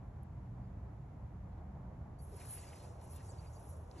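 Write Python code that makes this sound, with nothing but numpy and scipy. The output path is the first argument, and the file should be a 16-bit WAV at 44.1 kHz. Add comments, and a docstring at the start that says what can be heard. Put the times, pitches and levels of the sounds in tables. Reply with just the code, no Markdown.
"""The low hum of a town carries across a lake at night; water laps faintly. The scene changes after two
seconds. An angler swings a rod close by: the line hisses and rasps through the rod rings, with short zips that
fall in pitch as it slows. The tackle ticks now and then, and an insect chirps faintly."""
import sys
import numpy as np
from scipy import signal
from scipy.fft import rfft, irfft
from scipy.io import wavfile
from scipy.ndimage import uniform_filter1d

SR = 44100
rng = np.random.default_rng(int(sys.argv[2]) if len(sys.argv) > 2 else 0)


def pcm_store(signal):
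    """Save signal as 16-bit PCM."""
    levels = np.round(np.clip(np.atleast_2d(signal), -1, 1) * 32767)
    wavfile.write(sys.argv[1], SR, levels.astype(np.int16).T)


N = 176400
T_S = np.arange(N) / SR
F_HZ = np.fft.rfftfreq(N, 1 / SR)


def amp(db):
    """dB to gain."""
    return 10 ** (np.asarray(db) / 20)


def unit(x):
    """Scale to rms 1."""
    return x / np.sqrt(np.mean(x ** 2) + 1e-30)


def per_bin(curve):
    """Curve at each FFT bin, interpolated in log frequency."""
    hz, value = np.transpose(curve)
    return np.interp(np.log(F_HZ + 1), np.log(hz + 1), value)


def colour(x, spectrum_db):
    """Spectral shaping, rms 1."""
    return unit(irfft(rfft(x) * amp(per_bin(spectrum_db)), N))


def wander(rate_hz):
    """Smooth random motion, rms 1."""
    return unit(irfft(rfft(rng.standard_normal(N)) * np.exp(-(F_HZ / rate_hz) ** 2), N))


def add(mix, start_s, sound):
    """Mix in at start_s."""
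    part = mix[max(round(start_s * SR), 0):][:len(sound)]
    part += sound[:len(part)]


def whistle(pitch_hz, width_hz):
    """Noise in a steep resonance that follows a pitch curve."""
    pole = np.exp(-np.pi * width_hz / SR)
    noise = rng.standard_normal(N // 8) + 1j * rng.standard_normal(N // 8)
    for _ in range(3):
        noise = signal.lfilter([1 - pole], [1, -pole], noise)
    carrier = np.exp(2j * np.pi * np.cumsum(pitch_hz) / SR)
    return unit((noise[-len(pitch_hz):] * carrier).real)


def puffs(rows):
    """Rounded noise bursts, one pitch each."""
    out = np.zeros(N)
    for start_s, length_s, hz, width_hz, db in rows:
        arch = np.sin(np.linspace(0, np.pi, int(length_s * SR)))
        add(out, start_s, amp(db) * arch * whistle(np.full(len(arch), hz), width_hz))
    return out


# Hum spectra, before and after the scene change: f/Hz, relative level/dB
HUM_EARLY_DB = [(20, -28), (31, -27.5), (41, -3.5), (62, -2), (120, -3), (145, -6), (200, -12.5),
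                (320, -20.5), (500, -25.5), (700, -22), (950, -25), (1320, -34.5), (2130, -42), (2700, -50),
                (3300, -53.5), (5000, -58.5), (7200, -57), (9500, -74), (11000, -55), (12500, -71.5),
                (14000, -75)]
HUM_LATE_DB = [(20, -23), (31, -18), (42, -8.5), (85, 2.5), (120, -4), (150, -8.5), (220, -17), (350, -20),
               (600, -18.5), (950, -21), (1300, -30.5), (1800, -37.5), (2400, -44.5), (4000, -50),
               (11000, -76), (12800, -74), (14500, -88)]
# Hum stereo image: f/Hz, left-right coherence
HUM_COHERENCE = [(60, 0.99), (130, 1), (270, 0.89), (580, 0.5), (1250, 0.42), (2700, 0.17), (11000, 0.018)]
# Wash swell: t/s, gain/dB
SWELL_DB = [(0, -0.78), (1.2, -0.63), (1.7, 1), (2.5, -0.23), (3.3, 0.83), (4, -0.39)]
# Drones: f/Hz, early level/dB, late level/dB
DRONES = [(61.25, -58, -67.5), (80.35, -58, -59.5), (118.6, -58, -62.5), (186.1, -62.5, -73.5)]

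def town(change_s=2.25, fade_s=0.21, wash_hz=736, flutter_db=0.96, lean_right_db=0.63):
    """Distant hum and wash, mono in the bass and wide above, with wavering drones."""
    coherence = np.clip(per_bin(HUM_COHERENCE), -1, 1)
    late = np.clip((T_S - change_s) / fade_s + .5, 0, 1)
    out = np.zeros((2, N))
    for spectrum_db, db, share in ((HUM_EARLY_DB, -49, 1 - late), (HUM_LATE_DB, -50.5, late)):
        mid, side = rfft(rng.standard_normal((2, N))) * np.sqrt([1 + coherence, 1 - coherence])
        noise = irfft([mid + side, mid - side], N)
        out += amp(db) * np.sqrt(share) * colour(noise, spectrum_db)
    wash = irfft(rfft(out) * np.exp(-np.log2((F_HZ + 1) / wash_hz) ** 2 / 2), N)
    swell_db = np.interp(T_S, *np.transpose(SWELL_DB)) + flutter_db * wander(9.1)
    out += wash * (amp(swell_db) - 1)
    for hz, early_db, late_db in DRONES:
        pitch_hz = hz + 3 * wander(6)
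        tone = np.sin(2 * np.pi * np.cumsum(pitch_hz) / SR) * (1 + .5 * wander(6.4))
        out += unit(tone) * amp(early_db + late * (late_db - early_db))
    return out * amp([[-lean_right_db / 2], [lean_right_db / 2]])


# Laps: t/s, length/s, f/Hz, width/Hz, level/dB
LAPS = [(1.04, 0.012, 790, 497, -60), (1.612, 0.0179, 695, 400, -56.5), (1.745, 0.042, 694, 500, -59.5),
        (1.9, 0.027, 545, 250, -60)]

def water():
    """Faint laps at the shore."""
    return puffs(LAPS)


# Chirps: centre t/s, f/Hz, level/dB
CHIRPS = [(.645, 4840, -87), (2.2, 4580, -76), (2.592, 4620, -69), (2.683, 4620, -69), (2.765, 4700, -79),
          (2.85, 4620, -75), (3.3, 4610, -71), (3.394, 4580, -70), (3.475, 4620, -73), (3.565, 4620, -75),
          (3.995, 4570, -69)]

def insect(chirp_s=.052, waver_hz=40, rise_hz_per_s=1200, left_lead_rad=2.2):
    """Wavering, slightly rising chirps from one side."""
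    out, t = np.zeros((2, N)), T_S[:int(chirp_s * SR)]
    arch = np.sin(np.pi * t / chirp_s) ** 2
    for centre_s, hz, db in CHIRPS:
        pitch_hz = hz + rise_hz_per_s * (t - chirp_s / 2) + waver_hz * wander(250)[:len(t)]
        phase_rad = 2 * np.pi * np.cumsum(pitch_hz) / SR
        for channel, lag_rad in zip(out, (0, left_lead_rad)):
            add(channel, centre_s - chirp_s / 2, amp(db) * arch * unit(np.sin(phase_rad - lag_rad)))
    return out


# Swings: t/s, length/s, f/Hz, width/Hz, level/dB
SWINGS = [(2.3, .09, 396.4, 200, -59), (3.91, .12, 330.5, 198, -61.5)]

def rod():
    """Air pushed by the swinging rod."""
    return puffs(SWINGS)


# Left channel phase lead: f/Hz, left phase lead/rad
LEFT_LEAD_RAD = [(20, 0), (1900, 0), (3200, 1), (4100, .8), (4700, 3), (5700, 6.1), (6100, 6.35),
                 (8000, 8.55), (10000, 10.2), (11700, 11.9), (14000, 12.6)]

def from_angler(x):
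    """Sound from the angler, the left channel leading by a phase that varies with frequency."""
    right = irfft(rfft(x) * np.exp(-1j * per_bin(LEFT_LEAD_RAD)), N)
    return np.array([x, right])


# Ticks: t/s, f/Hz, half width/Hz, peak level/dB
TICKS = [(.2337, 10800, 600, -57), (3.9138, 4900, 1050, -48), (3.9137, 10200, 800, -65)]

def tackle():
    """Small dry contacts, each over within a millisecond or two."""
    out, t = np.zeros(N), T_S[:SR // 100] - T_S[SR // 200]
    for centre_s, hz, half_width_hz, db in TICKS:
        envelope = np.exp(-(2 * np.pi * half_width_hz * t) ** 2 / 2)
        add(out, centre_s + t[0], amp(db) * envelope * np.cos(2 * np.pi * hz * t))
    return out


# Scuffs: t/s, length/s, f/Hz, width/Hz, level/dB
SCUFFS = [(1.51, .04, 3800, 3000, -86), (1.565, .035, 4000, 3000, -87), (2.398, .028, 2250, 1500, -64),
          (2.533, .012, 3000, 2400, -66.5), (2.555, .042, 2500, 1200, -64),
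          (2.62, 0.029, 2700, 1800, -67.5), (2.725, 0.019, 2350, 1800, -63.5),
          (3.011, 0.0083, 6000, 9000, -66.5), (3.157, .014, 8870, 5000, -58),
          (3.19, 0.031, 1780, 800, -67.5), (3.43, 0.045, 2390, 1200, -73), (3.635, 0.029, 3470, 900, -82)]

def line_scuffs():
    """The line catches and rubs."""
    return puffs(SCUFFS)


# Zips: t/s, length/s, first f/Hz, last f/Hz, width/Hz, level/dB
ZIPS = [(2.21, 0.055, 11150, 9850, 600, -63.5), (2.356, 0.025, 11000, 10350, 1100, -62.5),
        (2.528, 0.083, 11200, 9750, 1500, -60), (2.578, 0.07, 8750, 5670, 1480, -62.5),
        (3.003, 0.052, 10300, 8100, 2200, -69), (3.116, 0.081, 12200, 9400, 2600, -70),
        (3.145, 0.067, 3970, 1650, 900, -75.5), (3.269, 0.061, 8800, 5270, 1100, -63),
        (3.513, 0.064, 6930, 6360, 2400, -72.5), (3.684, 0.027, 11000, 10440, 1000, -61)]

def line_zips(bend=2.1):
    """The running line falls in pitch as it slows."""
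    out = np.zeros(N)
    for start_s, length_s, first_hz, last_hz, width_hz, db in ZIPS:
        progress = np.linspace(0, 1, int(length_s * SR))
        pitch_hz = first_hz + (last_hz - first_hz) * progress ** bend
        add(out, start_s, amp(db) * np.sin(np.pi * progress) * whistle(pitch_hz, width_hz))
    return out


def patchy(x, depth_db):
    """Brief random resonances come and go in the friction."""
    frames = signal.stft(x, nperseg=512)[2]
    patches = uniform_filter1d(rng.standard_normal(frames.shape), size=4, axis=0)
    patches = uniform_filter1d(patches, size=5, axis=1)
    return unit(signal.istft(frames * amp(depth_db * unit(patches)), nperseg=512)[1][:N])


def friction(spectrum_db, scatter, flicker_db, patchy_db, slips_per_s=1200, slip_share=0.1):
    """Dense tiny slips of line on the rings; part arrives scattered by the bank."""
    slips = (rng.random(N) < slips_per_s / SR) * rng.standard_normal(N)
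    drive = np.sqrt(slip_share) * unit(slips) + np.sqrt(1 - slip_share) * rng.standard_normal(N)
    direct = from_angler(patchy(drive, patchy_db) * amp(flicker_db * wander(83)))
    return colour(direct + scatter * rng.standard_normal((2, N)), spectrum_db)


# Friction spectra: f/Hz, relative level/dB
HISS_DB = [(3000, -28), (4400, -14), (5200, -3), (6700, -1), (8500, 1), (10500, -3), (12500, -30)]
SIZZLE_DB = [(6000, -32), (8200, -15), (9900, -1.5), (10600, 2), (11250, -3.5), (11900, -13.5),
             (12500, -39), (13500, -53)]
RASP_DB = [(1000, 5.5), (1800, 1.5), (2650, 2.5), (3400, -3), (4200, 0), (5500, -4), (8000, -36)]
# Friction envelopes, before trim: t/s, hiss level/dB, sizzle level/dB, rasp level/dB
SLIDE_DB = [(2.17, -107, -105, -79), (2.19, -80, -79, -90), (2.226, -83.5, -78, -107),
            (2.286, -82.5, -77.5, -82.5), (2.404, -70, -66.5, -70.5), (2.48, -69, -63.5, -69.5),
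            (2.51, -70, -49, -71), (2.576, -68.5, -58.5, -71.5), (2.612, -68.5, -71.5, -71),
            (2.75, -73, -73, -73), (2.852, -72, -77, -73), (2.914, -77, -83, -83), (2.96, -82.5, -87, -87),
            (3.005, -83, -89, -81), (3.04, -74, -74, -80), (3.09, -75.5, -79, -84), (3.115, -74, -65, -79),
            (3.155, -75, -65.5, -73.5), (3.204, -75.5, -81, -75), (3.27, -71.5, -72, -78.5),
            (3.316, -74, -82, -92), (3.336, -74.5, -84, -78.5), (3.474, -78.5, -81.5, -81.5),
            (3.536, -78.5, -77.5, -84.5), (3.648, -79.5, -74.5, -83), (3.708, -73.5, -71.5, -86),
            (3.82, -86, -82.5, -104), (3.892, -84, -93, -97), (3.912, -80, -81, -79),
            (3.928, -79.5, -100, -82), (4.0, -74, -76, -69.5)]

def sliding_line(onset_s=2.185, attack_s=.005):
    """Hiss, top sizzle and low rasp swell and fade as the line runs through the rings."""
    t, hiss_db, sizzle_db, rasp_db = np.transpose(SLIDE_DB)
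    hiss = friction(HISS_DB, scatter=0.1, flicker_db=0.9, patchy_db=1.5)
    sizzle = friction(SIZZLE_DB, scatter=0.067, flicker_db=2.0, patchy_db=0.7)
    rasp = friction(RASP_DB, scatter=0.24, flicker_db=0.0, patchy_db=3.0)
    out = np.zeros((2, N))
    for layer, envelope_db, trim_db in ((hiss, hiss_db, 5), (sizzle, sizzle_db, 5), (rasp, rasp_db, 6)):
        out += layer * amp(trim_db + np.interp(T_S, t, envelope_db))
    return out * np.clip((T_S - onset_s) / attack_s, 0, 1)


def scene():
    """Shore and angler, stereo."""
    angler = sliding_line() + from_angler(line_zips() + tackle() + line_scuffs()) + rod()
    return town() + water() + insect() + angler


def record(dry):
    """Low-pass at 13.8 kHz."""
    taps = signal.firwin(255, 13800, window=("kaiser", 9), fs=SR)
    return signal.oaconvolve(dry, taps[None], "same")


dry = scene()
out = record(dry)
pcm_store(out)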